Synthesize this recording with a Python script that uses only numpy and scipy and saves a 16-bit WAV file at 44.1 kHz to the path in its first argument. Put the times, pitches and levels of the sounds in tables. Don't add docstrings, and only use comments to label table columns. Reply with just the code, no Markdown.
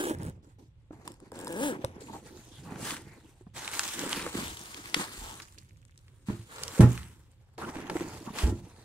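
import sys
import numpy as np
from scipy import signal
from scipy.fft import rfft, irfft
from scipy.io import wavfile
from scipy.ndimage import uniform_filter1d, map_coordinates

SR = 44100
rng = np.random.default_rng(int(sys.argv[2]) if len(sys.argv) > 2 else 0)


def int16_out(signal):
    q = np.round(np.clip(np.atleast_2d(signal).T, -1, 1) * 32767)
    wavfile.write(sys.argv[1], SR, q.astype(np.int16))


N = 389844
TIME = np.arange(N) / SR

# t/s, tooth rate/(teeth per s)
ZIP_SPEED = [
    [(0, 386), (.03, 352), (.105, 313), (.135, 182), (.17, 210)],
    [(.195, 117), (.23, 143), (.27, 158), (.33, 94)],
    [(1.32, 65.7), (1.47, 110), (1.5, 156), (1.55, 170), (1.575, 212), (1.6, 226), (1.622, 280),
     (1.648, 300), (1.68, 284), (1.7, 246), (1.73, 195), (1.79, 190)],
]
# buzz of the cloth panel level/dB, rasp of the teeth level/dB,
# unevenness as a share of the speed (capped below), easing off at the end t/s
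ZIP_PULLS = [(-40.5, -48.5, 0.21, 0.029), (-43, -46, 0.09, 0.033), (-35.5, -42.5, .04, 0.097)]
# f/Hz, level/dB
ZIP_PANEL_SPECTRUM = [(60, -38), (130, 5.5), (300, 19.5), (400, 14.5), (530, 18.5), (720, -1.5), (920, 12),
                      (1150, -25), (1650, 10), (2500, -48), (5000, -43)]
# f/Hz, level/dB per Hz
ZIP_TEETH_SPECTRUM = [(600, 0.5), (1200, 4.5), (2000, -1), (3200, -1), (4500, -9), (6500, -4.5), (7800, 0),
                      (9000, -4), (10500, -4.5), (12800, -15), (15000, -14), (16000, 1.5)]
USUAL_TEETH_PER_S = 200
BUZZ_DB_PER_DOUBLING, RASP_DB_PER_DOUBLING = 9.5, 15
STEADYING, MAX_UNEVENNESS = 1.6, .17
GRIP_S = 0.00046
OPPOSITE_ROW, TOOTH_TICK_S = .3, .0009


def zipper(uneven_db=14):
    out, t = np.zeros((2, N)), TIME[:2 * SR]
    for speed, (buzz_db, rasp_db, unevenness, ease_s) in zip(ZIP_SPEED, ZIP_PULLS):
        times, teeth_per_s = np.transpose(speed)
        rate = np.interp(t, times, teeth_per_s)
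        pace = rate / USUAL_TEETH_PER_S
        uneven = np.minimum(unevenness / pace ** STEADYING, MAX_UNEVENNESS)
        moving = ramp((t - times[0]) / GRIP_S) * ramp((times[-1] - t) / ease_s)

        phase = np.cumsum(rate * (1 + uneven * wander(120)[:len(t)])) / SR
        tooth = phase.astype(int)
        tooth_db = uneven_db * np.sqrt(abs(uneven)) / 2 * rng.standard_normal(len(t))[tooth]
        size = amp(tooth_db)
        tugs = np.diff(tooth, prepend=0) * size

        tick_phase = TOOTH_TICK_S * rate
        near_row = np.exp(-(phase % 1) / tick_phase)
        far_row = OPPOSITE_ROW * np.exp(-((phase + .5) % 1) / tick_phase)
        gate = size * (near_row + far_row) + .1

        pull = (tugs - uniform_filter1d(tugs, size=600)) * np.sqrt(SR / rate) * np.array([[1], [.5]])
        rough = .04 + 4 * abs(uneven)
        scraping = rough * evened(gate) * rng.standard_normal((2, len(t)))
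        panel = colour(pull + scraping, ZIP_PANEL_SPECTRUM)
        teeth = colour(gate * rng.standard_normal((2, len(t))), ZIP_TEETH_SPECTRUM)

        buzz = moving * amp(buzz_db + BUZZ_DB_PER_DOUBLING * np.log2(pace))
        rasp = moving ** 2 * amp(rasp_db + RASP_DB_PER_DOUBLING * np.log2(pace))
        for part, gain in ((panel, buzz), (teeth, rasp)):
            local_power = abs(uniform_filter1d(part[0] ** 2, size=2400))
            out[:, :len(t)] += gain * part / np.sqrt(local_power + 1e-12)
    return out


# t/s, peak level/dB before the common gain,
# lowest f/Hz (a light touch rings only the high modes)
TICKS = [(0.186, -47, 5000), (0.232, -36, 5000), (0.264, -41.5, 4000), (0.297, -44.5, 3000),
         (1.055, -50, 2970), (1.077, -27.5, 604), (1.119, -41, 3000), (1.141, -48, 1000), (1.202, -45, 700),
         (1.318, -37.5, 600), (1.358, -42, 2000), (1.39, -36, 4000), (1.401, -37, 4000), (1.413, -40, 4000),
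         (1.446, -35.5, 5000), (1.459, -43, 6000), (1.471, -28, 800), (1.479, -31, 3040),
         (1.526, -30.5, 4000), (1.847, -21.5, 500), (3.02, -42, 6000)]
# f/Hz, width/Hz, level/dB
TAB_MODES = [(950, 155, 20), (3500, 340, -1), (5000, 400, 1), (7400, 400, 6), (8400, 350, 7)]


def ticks(ring_db=-4, gain_db=1):
    out, t = np.zeros((2, N)), TIME[:SR // 16]
    for s, db, low_hz in TICKS:
        crack = rng.standard_normal((2, len(t))) * np.exp(-t / .0011)
        ring = sum(amp(level) * resonate(crack, hz, hz / width) for hz, width, level in TAB_MODES)
        direct = .2 * band(crack, 9000, "low", order=4)
        sound = band(amp(ring_db) * ring + direct, low_hz, "high")
        add(out, s, amp(db + gain_db) * sound / abs(sound[0]).max())
    return out


# start t/s, attack t/s, hold t/s, release t/s,
# rub level/dB before the common gain, crispness level/dB above the rub, rumple of the panel level/dB
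WRAP_RUB = [(2.75, 0.14, 0.035, 0.088, -44.5, 2.5, -47), (3.53, 0.058, 0.063, 0.3, -47.5, 1, -52),
            (3.7, 0.046, 0.19, 0.12, -46, 4.5, -55), (3.92, 0.096, 0.15, 0.44, -42.5, -1, -41.5),
            (4.3, 0.071, 0.067, 0.26, -44.5, 1.5, -43), (4.48, 0.17, 0.59, 0.23, -53.5, 1, -56.5),
            (4.945, 0.037, 0.034, 0.075, -39.5, -1.5, -38.5), (5.05, 0.17, 0.051, 0.21, -55.5, 2, -57),
            (5.27, 0.069, 0.07, 0.065, -56.5, 1.5, -53), (5.44, 0.039, 0.037, 0.48, -72, 5, -67.5),
            (5.85, 0.22, 0.33, 0.23, -79, 2, -69), (6.255, 0.023, 0.015, 0.47, -61.5, 4, -60),
            (6.45, 0.12, 0.26, 0.32, -52, -0.5, -54), (6.67, 0.1, 0.015, 0.1, -48.5, 1, -64),
            (6.87, 0.028, 0.025, 0.22, -51.5, 1.5, -66), (7.12, 0.044, 0.028, 0.49, -95, -2, -70.5),
            (8.34, 0.06, 0.03, 0.067, -41.5, -2.5, -60)]
# f/Hz, level/dB per Hz
WRAP_SPECTRUM = [(240, -28.5), (400, 0.5), (690, 0), (900, 5.5), (1310, 2.5), (1960, 1), (3160, -4.5),
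                 (4580, -9.5), (6500, -10), (8240, -7.5), (10500, -13), (15000, -17)]


def wrap(clump_db=1.15, drift_db=1.5, gain_db=1):
    dull, crisp, _ = strokes(WRAP_RUB)
    sliding = grains(per_s=4000, spread_db=3, ring_s=.0005, smooth=.8, count=8)
    popping = .4 * crackle(per_s=300, spread_db=3.5, cycles=1.5)
    texture = drift(colour(sliding + popping, WRAP_SPECTRUM), drift_db)
    texture = texture * amp(clump_db * wander(45))
    return amp(gain_db) * rub(texture, dull, crisp)


# t/s, peak level/dB, f/Hz, decay t/s
SNAPS = [(2.758, -37, 1300, .003), (2.907, -25, 2500, .0014), (2.967, -29, 1900, .0016),
         (3.678, -21, 2400, .0007), (3.752, -25, 6000, .0012), (3.7934, -9, 6200, .001),
         (3.795, -14, 1760, .0009), (3.839, -22, 5500, .0006), (3.993, -21, 7100, .001),
         (4.094, -23, 8000, .0007), (4.129, -16, 3000, .0015), (4.226, -28, 2500, .0008),
         (4.264, -26, 1200, .0027), (4.274, -30, 900, .003), (4.571, -33, 3060, .0017),
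         (4.614, -34, 5500, .0008), (4.658, -35, 3500, .001), (4.7446, -29, 3150, .0014),
         (4.857, -33, 1770, .002), (5.4, -33, 1400, .003), (4.9438, -10, 2030, .002),
         (4.9452, -12, 4000, .0012), (4.945, -20, 800, .002), (4.13, -25, 1000, .002),
         (5.42, -36.5, 5040, .011), (5.524, -46, 7000, .002), (5.584, -37, 5000, .004),
         (5.977, -41, 7170, .0017), (6.081, -50, 2440, .003), (6.806, -23, 1755, .0083),
         (6.807, -25, 8700, .015), (6.635, -16, 6360, .0016), (6.68, -23, 5000, .002),
         (6.931, -36, 7700, .0009), (6.977, -27.5, 1850, .0013), (7.031, -39, 2300, .0013),
         (7.58, -36, 870, .0024), (7.691, -35, 1700, .004), (7.756, -35, 1600, .004),
         (7.769, -35, 1400, .003), (7.803, -38, 1200, .003), (7.869, -39, 2500, .002),
         (7.898, -24, 880, .004), (7.968, -26, 1400, .0025), (7.998, -33, 900, .003),
         (8.007, -31, 900, .0035), (8.386, -23, 2280, .004)]


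def snaps(q=1.54, broad=0.035, low_hz=550, top_hz=11000, side_db=-4):
    out, t = np.zeros((2, N)), TIME[:SR // 12]
    for s, db, hz, decay_s in SNAPS:
        crack = rng.standard_normal((2, len(t))) * np.exp(-t / decay_s) * amp([[0], [side_db]])
        patch = resonate(crack, hz, q) + broad * crack
        sound = band(band(patch, low_hz, "high"), top_hz, "low")
        add(out, s, amp(db) * sound / abs(sound[0]).max())
    return out


# start t/s, length t/s, level/dB at the start
SETTLING = [(5.43, 0.59, -63.5), (6.992, 0.33, -69.5)]
SETTLE_DB_PER_S = 23


def settling(low_hz=3000):
    gain = 0
    for s, length, db in SETTLING:
        gain = gain + amp(db - SETTLE_DB_PER_S * abs(TIME - s)) * (TIME > s) * (TIME < s + length)
    film = colour(crackle(per_s=120, spread_db=3.5, cycles=1), WRAP_SPECTRUM)
    return gain * evened(band(film, low_hz, "high", order=1))


# t/s, boom level/dB, boom f/Hz, boom t60/s, rattle of the load level/dB (before halving),
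# crush of the padding level/dB, shudder level/dB, shudder decay t/s
THUMPS = [(6.2847, -20.5, 202.6, 0.13, -40, -46.5, -36, .025),
          (6.298, -24, 124, 0.047, -37.5, -51, -35.5, .02), (6.329, -28, 110, 0.1, -54, -69, -47, 0.018),
          (6.393, -34.5, 111, 0.17, -72, -82, -69, 0.026),
          (6.7948, -2.5, 193, 0.046, -39.5, -52, -16.5, 0.029),
          (6.805, -8, 119, 0.25, -17.5, -29.5, -24, 0.042),
          (6.8312, -13.5, 122.8, 0.32, -18, -40, -29, .045), (8.434, -12.5, 63, 0.24, -31.5, -60, -40, .04),
          (8.477, -25, 100.7, 0.36, -34, -60, -34.5, .04), (8.519, -31, 99, 0.2, -37.5, -64, -34, 0.016)]
# f/Hz, level/dB, t60/s
LOAD_MODES = [(67.4, -7.5, 0.68), (87, 8.5, 0.16), (177.3, -1.5, 0.38), (213.3, 6, 0.14),
              (248.4, -2.5, 0.27), (283, 1.5, 0.086), (314, -2, 0.074), (343.3, -2.5, 0.35),
              (410, -4, 0.08), (513, -12.5, 0.18), (628, -8.5, 0.19), (847.6, -8.5, 0.18),
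              (990, -9.5, 0.11), (1355, -9.5, 0.12), (1860, -14, 0.12)]
# f/Hz, level/dB per Hz
SHUDDER_SPECTRUM = [(50, -29), (110, -7), (200, 2.5), (330, 1.5), (450, -6.5), (600, -26), (1200, -37),
                    (3000, -58)]


def thumps(crush_s=0.038, crush_hz=1200, shudder_rise_s=0.0024):
    out, t = np.zeros((2, N)), TIME[:SR]
    for s, db, hz, t60, rattle_db, crush_db, shudder_db, shudder_s in THUMPS:
        rattle = sum(rng.choice([-1, 1]) * amp(level) * boom(t, f, decay, rise_s=0.00076)
                     for f, level, decay in LOAD_MODES)
        crush = evened(band(band(rng.standard_normal((2, SR)), crush_hz, "low"), 200, "high"))
        crush = crush * np.exp(-t / crush_s)
        shudder = evened(colour(rng.standard_normal((2, SR)), SHUDDER_SPECTRUM))
        shudder = shudder * ramp(t / shudder_rise_s) * np.exp(-t / shudder_s)
        swing = amp(db) * boom(t, hz, t60, rise_s=0.0012) + amp(rattle_db) * rattle / 2
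        add(out[0], s, band(swing, .33 * hz, "high"))
        add(out, s, amp(crush_db) * crush + amp(shudder_db) * shudder)
    return out


# t/s, peak level/dB, f/Hz
KNOCKS = [(0.108, -21.5, 307), (0.221, -36.5, 304), (.907, -34.5, 292), (0.93, -41, 312), (1.321, -36, 480),
          (1.842, -22.5, 534), (1.846, -26, 110), (1.979, -43, 410), (2.017, -40, 415), (2.039, -42, 284),
          (2.108, -38.5, 213), (2.389, -43.5, 227), (2.664, -38, 186), (2.721, -31, 209),
          (2.759, -31.5, 147), (2.828, -35, 225), (3.41, -45, 363), (3.467, -39, 182), (4.035, -32.5, 544),
          (4.063, -30.5, 293), (4.265, -27, 484), (4.385, -29, 220), (7.582, -38, 340), (7.691, -31, 300),
          (7.763, -30, 300), (7.785, -31, 295), (7.896, -28.5, 384), (7.955, -22.5, 344), (7.961, -28, 314),
          (7.997, -31, 350), (8.008, -29, 306), (8.274, -29, 225), (8.304, -33.5, 206)]


def knocks(t60=0.047, puff=0.19, puff_s=0.0072, puff_hz=900):
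    out, t = np.zeros((2, N)), TIME[:SR // 6]
    for s, db, hz in KNOCKS:
        dull_noise = evened(band(rng.standard_normal((2, len(t))), puff_hz, "low", order=3))
        sound = puff * dull_noise * np.exp(-t / puff_s)
        sound[0] += boom(t, hz, t60, rise_s=0.00097)
        add(out, s, amp(db) * sound / abs(sound[0]).max())
    return out


# start t/s, attack t/s, hold t/s, release t/s,
# rub level/dB, crispness level/dB above the rub, rumple of the panel level/dB
CLOTH_RUB = [(.08, 0.039, 0.15, 0.12, -56, -12, -53), (.42, 0.011, 0.089, 0.071, -70.5, -3, -63.5),
             (.58, 0.012, 0.008, 0.11, -68, -0.5, -57.5), (.72, 0.061, 0.16, .1, -86.5, -3, -80),
             (.915, 0.015, 0.028, 0.32, -60.5, -9.5, -63), (1.04, 0.015, 0.024, 0.12, -60.5, -2, -52.5),
             (1.195, 0.005, 0.083, 0.068, -64.5, -9, -57), (1.32, 0.039, 0.14, 0.49, -53, -6, -50.5),
             (1.71, .02, 0.028, .12, -51, -12.5, -40), (1.79, 0.046, 0.055, 0.33, -54, -14, -49),
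             (2, 0.01, 0.073, 0.16, -70, 12.5, -49), (2.08, 0.069, 0.0061, 0.15, -55, -1.5, -51.5),
             (2.22, 0.052, 0.052, 0.73, -62.5, 4, -56), (2.52, 0.013, 0.029, 0.62, -65, 2, -68),
             (2.63, 0.078, 0.11, 0.22, -52, -9.5, -50), (2.9, 0.029, 0.068, 0.099, -58, -6, -50.5),
             (3.02, 0.067, 0.041, 0.25, -59.5, -4.5, -58), (3.2, 0.069, 0.03, 0.21, -66, -1.5, -65.5),
             (7.2, 0.14, 0.36, 0.12, -79, -2.5, -76), (7.574, 0.015, 0.06, 0.47, -44, -9, -47),
             (7.745, 0.0078, 0.025, 0.7, -49, -28, -45), (7.885, 0.042, 0.061, 0.21, -45.5, -5, -38),
             (8.02, 0.057, 0.073, 1, -53, -2, -49.5), (8.32, 0.048, 0.13, 0.054, -43.5, -3, -40.5),
             (8.58, 0.15, 0.28, 0.16, -66, -6.5, -70)]
# f/Hz, level/dB per Hz
CLOTH_SPECTRUM = [(240, -30), (400, 11.5), (553, 3.5), (839, 8.5), (1230, 0.5), (1310, 1.5), (1760, 0),
                  (3120, -8), (3470, -10.5), (5110, -15), (7870, -12.5), (9320, -16.5), (14800, -25),
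                  (16000, -26)]


def cloth(clump_db=2, drift_db=2):
    dull, crisp, _ = strokes(CLOTH_RUB)
    sliding = grains(per_s=2200, spread_db=-3.5, ring_s=0.0011, smooth=1.0, count=6)
    catching = .8 * crackle(per_s=1500, spread_db=4, cycles=4)
    texture = drift(colour(sliding + catching, CLOTH_SPECTRUM), drift_db)
    texture = texture * amp(clump_db * wander(25.0))
    return rub(texture, dull, crisp)


# t/s, length t/s, f/Hz, level/dB
SCRAPES = [(2.079, 0.028, 900, -48), (2.124, 0.054, 880, -44.5), (2.238, .045, 397, -57),
           (2.324, 0.058, 360, -52), (2.503, 0.089, 3460, -61), (3.043, 0.13, 2050, -63),
           (5.185, 0.18, 870, -53), (6.283, 0.023, 970, -46.5), (6.532, 0.2, 483, -52),
           (6.772, 0.035, 470, -41), (7.609, 0.053, 1300, -42), (7.679, 0.022, 1000, -45),
           (7.952, 0.033, 760, -48), (8.261, 0.042, 970, -45)]


def scrapes(q=5):
    out = np.zeros((2, N))
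    for s, length, hz, db in SCRAPES:
        noise = rng.standard_normal((2, SR // 4))
        chirp = evened(resonate(resonate(noise, hz, q), hz, q / 2))
        n = min(round(length * SR), SR // 4)
        add(out, s, amp(db) * chirp[:, :n] * signal.windows.tukey(n, .5))
    return out


# f/Hz, level/dB per Hz
PANEL_SPECTRUM = [(25, 5), (60, -15.5), (110, 1.5), (170, 9), (260, 4.5), (330, 8.5), (420, -1),
                  (520, -2.5), (700, -23), (1000, -14.5), (2000, -68)]
# start t/s, length t/s, level/dB, f/Hz
HEAVES = [(.125, 0.18, -40.5, 114.8), (0.241, 0.097, -34, 109), (0.312, 0.14, -50, 100),
          (0.907, 0.097, -49, 117), (1.869, 0.45, -58.5, 99), (2.57, 0.34, -49.5, 116),
          (2.719, 0.45, -53.5, 125), (3.525, 0.12, -50, 111), (4.139, 0.21, -54.5, 59.4),
          (4.337, 0.24, -50, 76), (5.153, 0.18, -51, 46.4), (5.519, 0.41, -59.5, 91),
          (6.358, 0.066, -54, 106), (6.58, 0.2, -50, 101), (6.918, 0.26, -49, 87),
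          (7.58, 0.29, -52.5, 90.5), (8, 0.25, -50, 103), (8.497, 0.19, -46, 105)]
HEAVE_RISE_S, HEAVE_FALL_S = 0.034, 0.064
SWAY_DB = -16


def flex(clump_db=4.5, heave_q=1.09):
    rumple = np.hypot(strokes(CLOTH_RUB)[2], strokes(WRAP_RUB)[2])
    folds = grains(per_s=410, spread_db=1.5, ring_s=0.0016, smooth=0.64, count=5)
    texture = colour(folds, PANEL_SPECTRUM) * amp(clump_db * wander(29))
    out = rub(texture, amp(SWAY_DB) * rumple, rumple, split_hz=200)
    t = TIME[:SR]
    for s, length, db, hz in HEAVES:
        sway = evened(resonate(resonate(rng.standard_normal(SR), hz, heave_q), hz, heave_q))
        swell = ramp(t / HEAVE_RISE_S) * ramp((length - t) / HEAVE_FALL_S)
        add(out[0], s, amp(db) * sway * swell)
    return out


# f/Hz, level/dB per Hz
AIR_SPECTRUM = [(12, -35.5), (20, -2.5), (120, 9), (172, -9.5), (367, -25.5), (434, -43.5), (513, -15),
                (642, -32.5), (849, -29), (1330, -33.5), (3530, -35.5), (6010, -54.5), (7950, -53),
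                (14700, -74), (16000, -52)]


def air(level_db=-58.5):
    return amp(level_db) * evened(colour(rng.standard_normal((2, N)), AIR_SPECTRUM))


# f/Hz, t60/s
ROOM_T60 = [(60, 0.39), (250, 0.46), (1000, 0.13), (4000, 0.21), (14000, 0.19)]


def room(x, wet_db):
    noise = rng.standard_normal((2, SR // 2)) * (TIME[:SR // 2] > .004)
    hz, t, z = signal.stft(noise, SR, nperseg=256)
    decay = amp(-60 * t / read(ROOM_T60, hz)[:, None])
    tail = signal.istft(z * decay, SR, nperseg=256)[1]
    return x + amp(wet_db) * signal.fftconvolve(x[:1], tail / np.linalg.norm(tail[0]), axes=1)[:, :N]


# t/s, lead of the left microphone/ms
SLIDER_PLACE = [(0, -0.22), (.1, -0.33), (.5, -0.26), (1.07, 0.23), (1.35, 0.13), (1.47, 0.15),
                (1.58, 0.23), (1.68, 0.22), (1.85, 0.33), (3, 0.071)]
# t/s, lead of the left microphone/ms
RUB_PLACE = [(.55, -0.37), (.9, 0.15), (1.5, 0.19), (2, 0.29), (2.3, -0.075), (2.9, 0.047), (3.55, -0.042),
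             (4.1, -0.064), (4.45, 0.26), (5.1, 0.21), (5.35, 0.24), (5.5, -0.44), (6, -0.253), (6.3, 0.24),
             (6.5, -0.26), (6.648, -0.071), (7.7, -0.075), (8.8, -0.048)]
# f/Hz, level/dB against the direct sound
SLIDER_SCATTER = [(300, -18), (1000, -12), (2000, -15), (3500, -4), (5000, -8), (6700, -11), (9000, -1),
                  (15000, -1)]
# f/Hz, level/dB against the direct sound
RUB_SCATTER = [(150, -14.5), (500, -12), (1000, -5), (3000, -3), (8000, -0.5), (15000, -6.5)]
NEAR_SIDE_DB_PER_MS = 4


def placed(x, place, scatter):
    lead_ms = np.interp(TIME, *np.transpose(place))
    lead = lead_ms * SR / 1000
    scattered = colour(x[1], scatter)[0]
    channels = []
    for ear in (1, -1):
        heard = map_coordinates(x[0] + ear * scattered, [np.arange(N) + ear * lead / 2], order=3)
        channels.append(amp(ear * NEAR_SIDE_DB_PER_MS * lead_ms / 2) * heard)
    return np.array(channels)


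def rub(texture, dull_gain, crisp_gain, split_hz=3500):
    dull = evened(band(texture, split_hz, "low", order=3))
    crisp = evened(band(texture, split_hz, "high", order=3))
    return dull * dull_gain + crisp * crisp_gain


def strokes(table):
    t, power = TIME[::32], 0
    for start, attack, hold, release, rub_db, crisp_db, rumple_db in table:
        fall = 10 ** (-np.maximum(t - start - attack - hold, 0) / release)
        shape = ramp((t - start) / attack) * fall
        levels = amp([[rub_db], [rub_db + crisp_db], [rumple_db]])
        power = power + (levels * shape) ** 2
    return np.array([np.interp(TIME, t, np.sqrt(p)) for p in power])


def grains(per_s, spread_db, ring_s, smooth, count=16):
    happens = rng.random(N) < per_s / SR
    size = amp(spread_db * np.minimum(rng.exponential(1, N), 4)) * happens
    crease = rng.integers(0, count, N)
    shapes = rng.standard_normal((count, 2, 400)) * np.exp(-TIME[:400] / ring_s)
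    snapping = sum(signal.oaconvolve((size * (crease == k))[None], shapes[k], axes=1)[:, :N]
                   for k in range(count))
    return evened(snapping) + smooth * rng.standard_normal((2, N))


def crackle(per_s, spread_db, cycles):
    at, pitch, size, side = rng.random((max(int(per_s * N / SR), 1), 4)).T[:, :, None]
    hz = 900 * 15 ** pitch
    turns = hz * TIME[:160]
    strength = hz * amp(spread_db * np.minimum(-np.log(1 - size), 4))
    fade = strength * np.exp(-turns / cycles)
    index = ((at * (N - turns.shape[1])).astype(int) + np.arange(turns.shape[1])).ravel()
    channels = [np.bincount(index, (fade * np.sin(2 * np.pi * (turns + lag))).ravel(), N)
                for lag in (0, side)]
    return evened(np.array(channels))


def drift(x, depth_db, frames_size=12, bins_size=10):
    z = signal.stft(x, SR, nperseg=512)[2]
    field = rng.standard_normal(z.shape[1:])
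    for _ in range(2):
        field = uniform_filter1d(uniform_filter1d(field, bins_size, axis=0), frames_size, axis=1)
    return signal.istft(z * amp(depth_db * evened(field)), SR, nperseg=512)[1][:, :N]


def boom(t, hz, t60, rise_s):
    return np.sin(2 * np.pi * hz * t) * amp(-60 * t / t60) * (1 - np.exp(-t / rise_s))


def wander(rate_hz):
    spectrum = rfft(rng.standard_normal(N)) / (1 + (np.fft.rfftfreq(N, 1 / SR) / rate_hz) ** 4)
    return evened(irfft(spectrum, N))


def colour(x, spectrum):
    level_db = np.maximum(read(spectrum, abs(np.fft.fftfreq(4096, 1 / SR))), -100)
    log_gain = np.log(amp(level_db))
    taps = np.fft.ifft(np.exp(np.conj(signal.hilbert(log_gain)))).real[:2048]
    return signal.oaconvolve(np.atleast_2d(x), taps[None], axes=1)[:, :x.shape[-1]]


def band(x, hz, kind, order=2):
    return signal.sosfilt(signal.butter(order, min(hz, SR / 2 - 1), kind, fs=SR, output="sos"), x)


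def resonate(x, hz, q):
    return signal.lfilter(*signal.iirpeak(min(hz, SR / 3), max(q, 1), fs=SR), x)


def ramp(x):
    return np.sin(np.pi / 2 * np.clip(x, 0, 1)) ** 2


def amp(db):
    return 10 ** (np.asarray(db) / 20)


def evened(x):
    return x / np.sqrt(np.mean(x ** 2) + 1e-20)


def read(points, hz):
    f, value = np.transpose(points)
    return np.interp(np.log(hz + 1), np.log(f + 1), value)


def add(mix, s, sound):
    part = mix[..., max(round(s * SR), 0):][..., :sound.shape[-1]]
    part += sound[..., :part.shape[-1]]


# f/Hz, side level/dB against mid
WIDTH = [(30, -24.5), (150, -11.5), (280, -16.5), (500, -7.5), (1000, -1), (3000, 2)]


def scene(bass_lean=0.1):
    mid, side = room(flex() + knocks() + thumps(), wet_db=-22) + air()
    side = colour(side, WIDTH)[0] - bass_lean * band(mid, 600, "low", order=1)
    friction = cloth() + wrap() + settling() + snaps() + scrapes()
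    rubbing = placed(room(friction, wet_db=-14.5), RUB_PLACE, RUB_SCATTER)
    slider = placed(room(zipper() + ticks(), wet_db=-18), SLIDER_PLACE, SLIDER_SCATTER)
    return np.array([mid + side, mid - side]) + rubbing + slider


def record(dry, edge_hz=15750):
    taps = signal.firwin(401, edge_hz, window=("kaiser", 9), fs=SR)
    return signal.oaconvolve(dry, taps[None], "same", axes=1)


dry = scene()
out = record(dry)
int16_out(out)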